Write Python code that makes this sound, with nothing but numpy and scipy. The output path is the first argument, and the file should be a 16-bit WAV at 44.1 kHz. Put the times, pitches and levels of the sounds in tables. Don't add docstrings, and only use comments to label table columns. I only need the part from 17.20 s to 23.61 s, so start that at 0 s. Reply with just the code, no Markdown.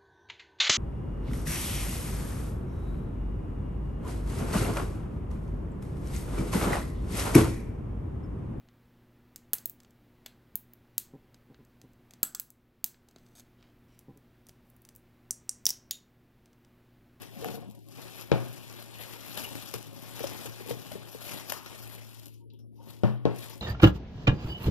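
import sys
import numpy as np
from scipy import signal
from scipy.fft import rfft, irfft, next_fast_len
from scipy.io import wavfile
from scipy.ndimage import uniform_filter1d

SR = 44100
rng = np.random.default_rng(int(sys.argv[2]) if len(sys.argv) > 2 else 0)


def to_linear_factor(level_db):
    exponent = np.asarray(level_db, float) / 20
    return 10 ** exponent


def to_wav(s):
    ch = np.atleast_2d(s).T
    pcm = np.round(np.clip(ch, -1, 1) * 32767)
    wavfile.write(sys.argv[1], SR, pcm.astype(np.int16))


N = 282681
SIZE = next_fast_len(N + SR)
HZ = np.maximum(np.fft.rfftfreq(SIZE, 1 / SR), 1)
BOOM_HZ = 122.9


def rms_one(x):
    return x / np.sqrt(np.mean(x ** 2) + 1e-20)


def in_time(rows):
    s, *columns = np.transpose(rows)
    return [np.interp(np.arange(N) / SR, s, c) for c in columns]


def at_hz(points, hz):
    table_hz, values = np.transpose(points)
    return np.interp(np.log(hz), np.log(table_hz), values)


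def colour(x, spectrum):
    shaped = rfft(x, SIZE) * to_linear_factor(at_hz(spectrum, HZ))
    return rms_one(irfft(shaped, SIZE)[..., :N])


def band(x, low_hz, high_hz):
    edges = [low_hz, min(high_hz, 0.45 * SR)]
    return signal.sosfilt(signal.butter(2, edges, "band", fs=SR, output="sos"), x)


def drift(rate_hz):
    r = np.exp(-2 * np.pi * rate_hz / SR)
    return rms_one(signal.lfilter([1], [1, -2 * r, r * r], rng.standard_normal(N + SR))[SR:])


def ring(clicks, hz, t60):
    r, w = to_linear_factor(-60 / (t60 * SR)), 2 * np.pi * hz / SR
    return signal.lfilter([0, np.sin(w)], [1, -2 * r * np.cos(w), r * r], clicks + 1e-18)


def grains(per_s, spread_db, clump_db, clump_hz):
    sizes = to_linear_factor(spread_db * np.minimum(rng.exponential(1, N), 5))
    signs = rng.choice([-1, 1], (2, N))
    happens = rng.random(N) < per_s / SR
    return sizes * signs * happens * to_linear_factor(clump_db * drift(clump_hz))


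def add(track, s, sound):
    i = round(s * SR)
    track[..., i:i + sound.shape[-1]] += sound[..., :N - i]


def burst(sound, rise_s, t60):
    t = np.arange(sound.shape[-1]) / SR
    return sound * np.minimum(t / rise_s, 1) * to_linear_factor(-60 * t / t60)


def summed(*levels_db):
    return 10 * np.log10(sum(to_linear_factor(2 * np.maximum(db, -200)) for db in levels_db))


def swell(s, db, rise_s, fall_s):
    t = np.arange(0, N, 32) / SR - s
    return db - 10 * np.where(t < 0, -t / max(rise_s, 0.002), t / max(fall_s, 0.002))


# (f/Hz, t60/s)
ROOM_DECAY = [(100, 0.21), (500, 0.32), (2000, 0.63), (6000, 0.18), (15000, 0.21)]


def tail(wet_db):
    t, out = np.arange(SR // 2) / SR, 0
    for low in 60 * 2.0 ** np.arange(8):
        dying = band(rng.standard_normal(len(t)), low, 2 * low) * np.minimum(t / 0.004, 1)
        dying = dying * to_linear_factor(-60 * t / at_hz(ROOM_DECAY, 1.4 * low))
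        out = out + dying / np.sqrt(np.sum(dying ** 2)) * np.sqrt(low / SR * 2)
    return rfft(to_linear_factor(wet_db) * out, SIZE)


# (f/Hz, level/dB per Hz)
RUMBLE_SPECTRUM = [(30, -24), (60, 10.5), (120, -5), (230, 1), (400, -2), (520, -15), (700, -49.5),
                   (3000, -51), (8000, -65), (11500, -48.5), (15500, -54)]


def room_rumble(rub_db):
    rumble_db = summed(-60, rub_db - 16)
    return to_linear_factor(rumble_db + 4.5 + 1.3 * drift(2.8)) * colour(rng.standard_normal((2, N)), RUMBLE_SPECTRUM)


# (t/s, level/dB)
HUM_LEVEL = [(0, -65.5), (.3, -61), (.6, -64), (1.25, -62), (1.6, -64.5), (2.8, -62.5), (3.1, -59.5),
             (3.98, -62.5), (4.39, -66), (4.64, -60), (5.7, -61.5), (6.41, -59.5)]
# (f/Hz, level/dB under the hum)
CABINET_TONES = [(226, -16.5), (240, -18), (290, -15), (343, -16.5)]


def fridge():
    hum_hz = 113.1
    hum_db, = in_time(HUM_LEVEL)
    phase = 2 * np.pi * np.cumsum(hum_hz + 0.6 * drift(3.0)) / SR
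    hum = np.sqrt(2) * np.sin(phase) * to_linear_factor(hum_db + 14.0 + 1.2 * drift(9.3))
    for hz, db in CABINET_TONES:
        hum = hum + np.sin(phase * hz / hum_hz) * to_linear_factor(hum_db + 13.5 + db + 3.0 * drift(5.7))
    return hum


# (t/s, level/dB, f/Hz, t60/s)
TABLE_BOOMS = [
    (1.1218, -19.5, 123.7, 0.54),
    (5.836, -17, 123.9, 0.68),
    (6.0594, -21, 124, 0.47),
]


def booms():
    out, t = np.zeros(N), np.arange(SR // 2) / SR
    thump = to_linear_factor(8) * burst(np.sin(2 * np.pi * 133.4 * t), 0.012, 0.09)
    for s, db, hz, t60 in TABLE_BOOMS:
        add(out, s, to_linear_factor(db) * (burst(np.sin(2 * np.pi * hz * t), 0.011, t60) + thump))
    return out


def rubbed_boom(rub_db):
    return to_linear_factor(rub_db - 7.5) * rms_one(ring(rng.standard_normal(N), BOOM_HZ, 0.3))


# (f/Hz, t60/s, level/dB in the first, second, third set-down)
TABLE_MODES = [(150.16, .15, -7, -4, -26), (190.4, 0.12, -7, -4, -8), (210, 0.27, -11, 3, -14),
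               (287.7, 0.28, -11, -8, -6), (330, .3, -14, -20, -12), (344, 0.14, -6, -6.5, -5),
               (381, 0.2, -12.5, -11.5, -11), (431, .06, -7, -13, 6), (463, 0.071, 0.5, -9, 0),
               (492, 0.028, 3, -4, -3), (540, 0.27, -7, -15, -12), (590, 0.12, -12, -4, -4),
               (700, 0.27, -19, -19, -15), (793, 0.085, -11, -22, -27), (856, 0.19, -13, -22, -17),
               (885, 0.15, -16.5, -20, -12), (942, 0.1, -10.5, -30, -14), (1070, 0.21, -18, -26, -12),
               (1206, 0.11, -28, -31, -33), (1540, 0.11, -19.5, -31, -30), (2530, .2, -20, -29, -25),
               (3000, .25, -23, -31, -21), (3360, 0.16, -13, -31, -38)]


def rubbing(rub_db):
    clicks, rubbed = grains(900, 4.67, 2.6, 22)[0], 0
    for hz, t60, *_ in TABLE_MODES:
        if 150 < hz < 1300:
            rubbed = ring(clicks, hz, 0.36 * t60) * to_linear_factor(-7 * np.log2(hz / 200)) - rubbed
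    return to_linear_factor(rub_db + 0.5) * rms_one(rubbed)


# (t/s, blow level/dB, contact hardness f/Hz, crack level/dB)
SET_DOWNS = [
    [(1.117, -15, 870, -17), (1.116, -45, 980, -15.5), (1.1255, -48.5, 700, -22.5)],
    [(5.8346, -17, 900, -25), (5.846, -34, 496, -43), (5.9, -41, 503, -55)],
    [(6.0538, -17.5, 800, -25), (6.0527, -43, 710, -28), (6.07, -41, 510, -40), (6.11, -37, 650, -55)],
]
# (low edge f/Hz, level/dB, t60/s)
CLATTER_BANDS = [(196, -16.5, 0.4), (406, -15, 0.28), (812, -21.5, 0.25), (1606, -26.5, 0.14),
                 (3190, -46, .12)]


def set_downs():
    out, blows = np.zeros(N), np.zeros((len(SET_DOWNS), N))
    for blow, contacts in zip(blows, SET_DOWNS):
        for s, db, hard_hz, crack_db in contacts:
            push = np.hanning(max(round(SR / hard_hz), 3))
            add(blow, s, to_linear_factor(db) * push / push.sum())
            crack = rms_one(band(rng.standard_normal(1500), 1300, 3230))
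            add(out, s, to_linear_factor(crack_db) * burst(crack, 0.0008, 0.01))
            for hz, level_db, t60 in CLATTER_BANDS:
                clatter = rms_one(band(rng.standard_normal(SR // 3), hz, 2 * hz))
                add(out, s, to_linear_factor(db + level_db + 1.5) * burst(clatter, 0.5 / hz, t60))
    for hz, t60, *strength_db in TABLE_MODES:
        out += ring(to_linear_factor(strength_db) @ blows, hz, t60)
    return out


# (t/s, peak level/dB, pitch f/Hz, table boom level/dB)
SOFT_BUMPS = [(0.022, -45.5, 452, -15), (0.785, -44.5, 463, -0.5), (1.798, -48, 503, -2),
              (2.174, -38.5, 518, -32), (2.21, -41, 252, -24), (2.353, -36, 271, -14),
              (2.54, -32, 437, -10.5), (3.005, -31, 452, -14), (3.04, -26.5, 557, -32),
              (3.256, -39, 447, -14), (3.406, -38.5, 397, -25), (3.461, -43, 466, -19),
              (3.49, -35.5, 392, -10), (3.508, -26.5, 474, -10), (3.716, -38.5, 600, -12),
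              (3.754, -33, 408, -8.5), (3.948, -37, 450, -8.5), (4.319, -39, 590, -38),
              (5.602, -53, 520, -11)]


def thuds():
    out, t = np.zeros(N), np.arange(9000) / SR
    boom = burst(np.sin(2 * np.pi * BOOM_HZ * t), 0.01, 0.34)
    for s, db, hz, boom_db in SOFT_BUMPS:
        tone = np.sin(2 * np.pi * hz * t)
        tone += 0.26 * np.sin(2 * np.pi * 0.99 * hz * t)
        tone += 0.5 * np.sin(2 * np.pi * 0.608 * hz * t)
        add(out, s, to_linear_factor(db + 6.5) * (burst(tone, 0.0013, 0.047) + to_linear_factor(boom_db + 2.5) * boom))
    return out


# (t/s, peak level/dB, share of its low, middle, high ring level/dB)
JUDDER_HITS = [(0.164, -33, -2.5, -23, -13), (0.222, -31, -23, 0, -19), (0.242, -26.5, -14, -8, -4),
               (0.255, -27.5, -29, -3, -1.5), (0.269, -29.5, -3.5, -2.5, -22),
               (0.285, -27.5, -7.5, -5, -11), (0.338, -27.5, -6, -8, -11), (0.369, -38, -23, 0, -8),
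               (0.425, -45.5, -12, -3, 0.5), (0.469, -45.5, 8, -24, -25), (0.485, -35, 0.5, -16, -23)]
# (f/Hz, t60/s)
JUDDER_TONES = [(210, 0.22), (462, 0.12), (725, 0.13)]


def judder():
    out, t = np.zeros(N), np.arange(9000) / SR
    for s, db, *share_db in JUDDER_HITS:
        for (hz, t60), part_db in zip(JUDDER_TONES, share_db):
            add(out, s, to_linear_factor(db + part_db + 1.5) * burst(np.sin(2 * np.pi * hz * t), 0.0028, t60))
    return out


# (t/s, steady crinkle level/dB, slackness as broad folds over fine creases level/dB)
STEADY_WORK = [(0, -63.5, 2.5), (.44, -71.5, 8), (.67, -71, -8.5), (.78, -56.5, 2.5), (1.13, -61, 1),
               (1.22, -55.5, 0.5), (1.96, -59, 0), (2.3, -52.5, -2), (2.55, -51, -8.5), (2.71, -63, -4.5),
               (2.82, -54, -1.5), (3.7, -57, 1), (3.82, -62.5, 5), (3.93, -59, -1.5), (4.41, -63, 2),
               (4.6, -60, 0), (4.8, -63, -12), (4.93, -58.5, -16), (5.03, -60, -9.5), (5.15, -70.5, -9.5),
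               (5.3, -94.5, -9)]
# (peak t/s, peak level/dB, rise in s per 10 dB, fall in s per 10 dB)
FILM_TUGS = [(0.019, -55.5, .03, 0.06), (.25, -51.5, 0, 0.07), (.355, -52.5, .12, 0.02),
             (.215, -54, 0.06, .1), (.285, -53.5, 0.04, 0.04), (.688, -66, 0, .3),
             (1.02, -52.5, 0.16, 0.03), (1.62, -56, 0.17, 0), (1.82, -50.5, 0.08, 0.17),
             (2.14, -50, 0.19, 0.39), (2.177, -39.5, 0.01, 0.11), (2.541, -40, 0.0037, 0.02),
             (3.0, -49.5, 0.13, 0.44), (3.07, -40, 0, 0.01), (3.272, -47, 0.11, 0.01),
             (3.499, -46.5, 0.02, 0.05), (3.65, -54.5, -0.46, 0.14), (3.718, -47, -0.03, 0.03),
             (4.121, -44.5, 0.15, 0.1436), (4.302, -36.5, .008, 0.0057), (4.325, -44.5, 0.02, 0.0554),
             (4.462, -53.5, -0.03, 0.13), (4.55, -53.5, 0.02, 0.05), (4.749, -53, 0.3, 0.1),
             (5.345, -72.5, .01, -0.04), (5.392, -71.5, -0.03, 0.02), (5.555, -76.5, -0.02, 0.0354),
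             (5.64, -67, -0.08, -0.5), (5.709, -59, 0.07, 0.11), (5.84, -64, -0.28, 0.08),
             (6.155, -61, 0.04, 0.23), (6.19, -55, 0.0268, 0.04), (6.23, -50, 0.042, 0.1),
             (6.301, -49.5, -0.35, 0.02), (6.33, -66, .01, 0.12)]
# (peak t/s, peak level/dB, rise in s per 10 dB, fall in s per 10 dB)
BOWL_DRAGS = [(.1, -55.5, 0.5, 0.3), (.25, -40, 0.09, 0.19), (.36, -54, 0.3, 0.13),
              (.785, -47.5, 0.14, 0.2), (1.09, -47, 0.08, 0.13), (1.16, -35, 0, 0.006),
              (1.2, -47, 0.04, 0.26), (1.85, -60, 0.5, 4), (2.16, -45, 0.07, -0.02), (2.33, -49, 0.07, 0.5),
              (2.551, -39.5, -0.1, 0.06), (2.8, -51.5, 0.2, 0.6), (3.039, -36, -0.03, 0.08),
              (3.28, -42.5, 0.07, 0.04), (3.5, -37.5, 0.02, 0.11), (3.73, -41.5, -0.15, 0.1),
              (4.14, -44.5, 0.05, 0.11), (4.38, -53.5, -1, 0.6), (4.78, -56, -0.5, 0.07),
              (4.97, -57, .1, .1), (5.71, -49, 0.13, 0), (5.86, -44.5, 0.05, 0.2), (6.06, -55, -0.1, 0.3),
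              (6.299, -50, -0.14, 0.3)]


def handling():
    work_db, slack_db = np.array(in_time(STEADY_WORK))[:, ::32]
    tugs = [swell(*row) for row in FILM_TUGS]
    folds = [tug - 0.36 * max(row[1] + 51.5, 0) for tug, row in zip(tugs, FILM_TUGS)]
    shakes = [swell(s + 0.028, db - 33.5, 0.015, 0.066) for (s, db, *_), *_ in SET_DOWNS]
    crinkle_db = summed(work_db, *tugs)
    folds_db = summed(work_db + slack_db, *folds, *shakes) - crinkle_db
    rub_db = summed(*[swell(*row) for row in BOWL_DRAGS])
    return [np.interp(np.arange(N), np.arange(0, N, 32), db) for db in (crinkle_db, folds_db, rub_db)]


# (t/s, level/dB, low f/Hz, high f/Hz, t60/s)
LOOSE_FLAPS = [
    (5.3025, -59, 2800, 4200, 0.08),
    (5.335, -66, 2820, 3720, 0.21),
    (5.388, -69, 5200, 5700, .2),
    (5.585, -60, 885, 944, 0.69),
    (5.6, -60.5, 500, 1105, 0.24),
    (5.6, -75, 2920, 3700, .5),
    (4.33, -42.5, 970, 1290, 0.46),
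]


def flaps():
    out = np.zeros((2, N))
    for s, db, low_hz, high_hz, t60 in LOOSE_FLAPS:
        even, ragged = rng.standard_normal((2, 2, 11000))
        crackle = rms_one(band(even * to_linear_factor(2.9 * ragged), low_hz, high_hz))
        add(out, s, to_linear_factor(db) * burst(crackle, 0.0011, t60))
    return out


# (t/s, level/dB, f/Hz, length in s)
FILM_SQUEAKS = [
    (2.245, -34, 2880, 0.012),
    (5.201, -70, 930, 0.046),
    (5.322, -71, 918, 0.03),
]


def squeaks():
    out = np.zeros(N)
    for s, db, hz, length_s in FILM_SQUEAKS:
        t = np.arange(round(length_s * SR)) / SR
        add(out, s, to_linear_factor(db) * np.sin(2 * np.pi * hz * t) * np.sin(np.pi * t / length_s) ** 0.5)
    return out


def patchy(x, low_hz, patchy_db):
    edges = low_hz * 2 ** np.arange(0, 3.1, 0.6)
    parts = [band(x, low, high) for low, high in zip(edges, edges[1:])]
    return x + sum(part * (to_linear_factor(patchy_db * drift(14)) - 1) for part in parts)


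# (f/Hz, level/dB per Hz)
FINE_CREASES = [(2500, -3), (4000, -1.5), (6000, -3.5), (8500, -9), (10000, -5.5), (11500, 2.5),
                (13500, -5.5), (15500, -5)]
# (f/Hz, level/dB per Hz)
BROAD_FOLDS = [(300, 9.5), (700, 4), (1300, -3), (2000, 2), (2800, -2), (3800, -5.5), (5000, -9),
               (7000, -24.5)]


def crinkle(crinkle_db, folds_db):
    fine = patchy(colour(grains(4000, 2.3, 2.2, 40), FINE_CREASES), 1990, patchy_db=2.5)
    broad = patchy(colour(grains(4000, 1.6, 1.8, 23), BROAD_FOLDS), 498, patchy_db=2.5)
    clicks, dealt = grains(800, 1.9, 2.9, 21.5), rng.integers(0, 12, N)
    pops = 0
    for k, hz in enumerate(np.geomspace(2400, 12500, 12)):
        pops = pops + ring(clicks * (dealt == k), hz, 14 / hz) * np.sqrt(hz)
    out = to_linear_factor(crinkle_db + 6.0) * fine
    out += to_linear_factor(crinkle_db + folds_db + 5.5) * broad
    return out + to_linear_factor(crinkle_db - 4.0) * rms_one(pops)


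# (t/s, peak level/dB, low share level/dB, middle share level/dB)
FILM_SNAPS = [(0.018, -27, -14.5, -17), (0.244, -22.5, -2.5, -28), (0.285, -35, 9, -10),
              (1.01, -26, -13, -27), (1.624, -26.5, -10, -9), (1.9345, -27, -11, -9.5),
              (2.174, -18.5, -14, -6), (2.353, -24, -6.5, -23.5), (2.4235, -25.5, -8.5, -8),
              (2.5388, -17, -8, -41.5), (2.9927, -23.5, -5, -18), (3.0418, -23, -3, -6),
              (3.494, -24, -13, -8), (3.511, -32, 9, -5), (3.717, -30, -20, -10), (4.299, -23, -11.5, -6),
              (4.321, -12, -6, -41), (4.4603, -31, -1.5, -3), (5.301, -66, -20, 11),
              (5.3896, -49, -14.5, -17), (6.297, -27.5, -15, -20)]
# (t/s, peak level/dB)
CREASE_TICKS = [(0.4995, -39), (0.5103, -35.5), (0.686, -34), (0.761, -35), (0.817, -28), (1.283, -34),
                (1.3287, -31), (1.526, -28), (2.6275, -26.5), (3.189, -27), (3.259, -22), (3.6486, -36),
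                (4.6751, -30), (4.7504, -31), (4.997, -31.5), (5.0574, -27), (5.082, -31), (5.14, -41.5),
                (6.161, -32), (6.166, -38), (6.186, -27), (6.191, -30.5), (6.379, -40), (.519, -44),
                (.55, -41), (.59, -42), (.604, -51), (.752, -39), (.773, -36), (.9585, -41), (1.203, -33),
                (1.335, -31), (1.4274, -39), (1.7617, -36), (1.7866, -33), (1.825, -27), (2.0071, -33),
                (2.0954, -30), (2.1538, -26), (2.487, -27.5), (2.5125, -28), (2.459, -29), (2.7968, -35.5),
                (2.8764, -34), (2.963, -26), (3.3366, -37), (3.396, -34), (3.475, -29), (3.9138, -35.5),
                (3.9457, -32), (4.0101, -33), (4.1118, -29.5), (4.511, -40), (4.7409, -33), (4.946, -33),
                (5.0675, -33), (5.335, -47), (5.562, -50.5), (5.63, -46), (5.668, -45),
                (.191, -38), (.2094, -34), (.2683, -31), (.6649, -47), (.9672, -33), (1.7389, -39),
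              (2.7302, -35), (2.7776, -37), (3.487, -26), (3.8322, -39), (4.0706, -33), (4.432, -36),
              (4.8224, -39), (4.8923, -35), (5.5438, -59), (5.6875, -40)]


def snaps_and_ticks():
    out, white = np.zeros((2, N)), rng.standard_normal((2, N))
    low, middle = rms_one(band(white, 700, 2800)), rms_one(band(white, 2500, 5130))
    high = rms_one(band(colour(white, FINE_CREASES), 4000, 20000))
    events = [(*row, 0.017) for row in FILM_SNAPS]
    events += [(s, db, -22.5, -17, 0.011) for s, db in CREASE_TICKS]
    for s, db, low_db, middle_db, t60 in events:
        part = slice(round(s * SR), round(s * SR) + 1500)
        crack = high[:, part] + to_linear_factor(low_db + 3.0) * low[:, part] + to_linear_factor(middle_db + 5.0) * middle[:, part]
        add(out, s, to_linear_factor(db - 5) * burst(crack, t60 / 16.2, t60))
    return out


def film(crinkle_db, folds_db):
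    return crinkle(crinkle_db, folds_db) + snaps_and_ticks() + squeaks() + flaps()


# (f/Hz, level/dB)
FAR_PORT_TONE = [(60, -5), (1300, -5), (2400, -5), (4400, -7), (8100, -8.5), (10000, -10.5), (12000, -26.5),
                 (15000, -25.5)]
# (f/Hz, share from 0 to 1)
PORT_LIKENESS = [(30, 0.45), (60, 0.73), (110, 0.95), (300, 0.99), (500, .99), (1200, 0.91), (2100, 0.76),
                 (4000, 0.68), (6500, 0.47), (15000, 0.37)]
# (f/Hz, time sooner in s)
FAR_LEAD = [(70, 0), (110, -.00013), (160, -.0002), (230, -.00004), (320, .00001), (3000, -.00001),
            (5000, .000014)]


def scene():
    crinkle_db, folds_db, rub_db = handling()
    room = 1 + tail(-9.5)
    wood = -rfft(rubbing(rub_db) + set_downs() + thuds() + judder(), SIZE)
    solid = wood * room + rfft(fridge() + rubbed_boom(rub_db) - booms(), SIZE)
    spread, other = rfft(film(crinkle_db, folds_db), SIZE) * room + rfft(room_rumble(rub_db), SIZE)
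    alike = np.clip(at_hz(PORT_LIKENESS, HZ), 0, 1)
    unlike = np.sqrt(1 - alike ** 2)
    own_echoes = (alike - 1) * room + unlike * tail(-0.98)
    far = solid + wood * own_echoes + alike * spread + unlike * other
    far = far * to_linear_factor(at_hz(FAR_PORT_TONE, HZ))
    lag_s = 21.2 / 44100 - at_hz(FAR_LEAD, HZ)
    far = -far * np.exp(-2j * np.pi * HZ * lag_s)
    return irfft(np.array([solid + spread, far]), SIZE)[:, :N]


def blocks(power):
    _, bins, frames = power.shape
    tiles = uniform_filter1d(uniform_filter1d(power, 4, axis=1, origin=-2), 4, axis=2, origin=-2)
    return tiles[:, np.arange(bins) // 4 * 4][:, :, np.arange(frames) // 4 * 4]


# (f/Hz, level/dB)
QUIET_LIMIT = [(600, -88), (1250, -84), (2300, -96), (4000, -104), (9000, -104), (11000, -110)]


def band_dropout(x, depth_db, masked_db, hole_db, loud_db):
    sum_and_difference = np.array([x[0] + x[1], x[0] - x[1]]) / 2
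    hz, _, cells = signal.stft(sum_and_difference, SR, nperseg=1024)
    limit_db = at_hz(QUIET_LIMIT, hz + 1)[:, None]
    power = np.abs(cells) ** 2
    smooth = uniform_filter1d(uniform_filter1d(power, 4, axis=1), 5, axis=2)
    level_db = 10 * np.log10(np.maximum(smooth, 1e-20))
    under = 0.5 - 0.5 * np.tanh((level_db - limit_db) / 2)
    keep = to_linear_factor(depth_db * under)
    tile_db = 10 * np.log10(blocks(power) + 1e-20)
    hidden = (tile_db[1] - tile_db[0] > masked_db) & (tile_db[1] < loud_db)
    keep[0][hidden & (np.abs(hz - 2110) < 240)[:, None]] = 0.01
    luck = rng.standard_normal(cells.shape)[:, np.arange(len(hz)) // 4]
    luck = luck[:, :, np.arange(cells.shape[2]) // 8]
    keep[tile_db < limit_db + hole_db + 7 * luck] = 0.08
    keep[:, hz < 600] = 1
    keep[:, hz > 15480] = 0
    mid, side = signal.istft(cells * keep, SR, nperseg=1024)[1][:, :N]
    return np.array([mid + side, mid - side])


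def low_pass(x):
    return signal.sosfilt(signal.butter(12, 16460, fs=SR, output="sos"), x)


def record(dry):
    hiss = to_linear_factor(-80.5 + 3.5 * drift(9)) * rms_one(band(rng.standard_normal(N), 10750, 11300))
    heard = dry + hiss * [[1], [0]]
    mix = signal.sosfilt(signal.butter(3, 86, "high", fs=SR, output="sos"), heard)
    mix = band_dropout(mix, depth_db=-7.0, masked_db=6.5, hole_db=-10.5, loud_db=-59)
    return low_pass(mix)


dry = scene()
out = record(dry)
to_wav(out)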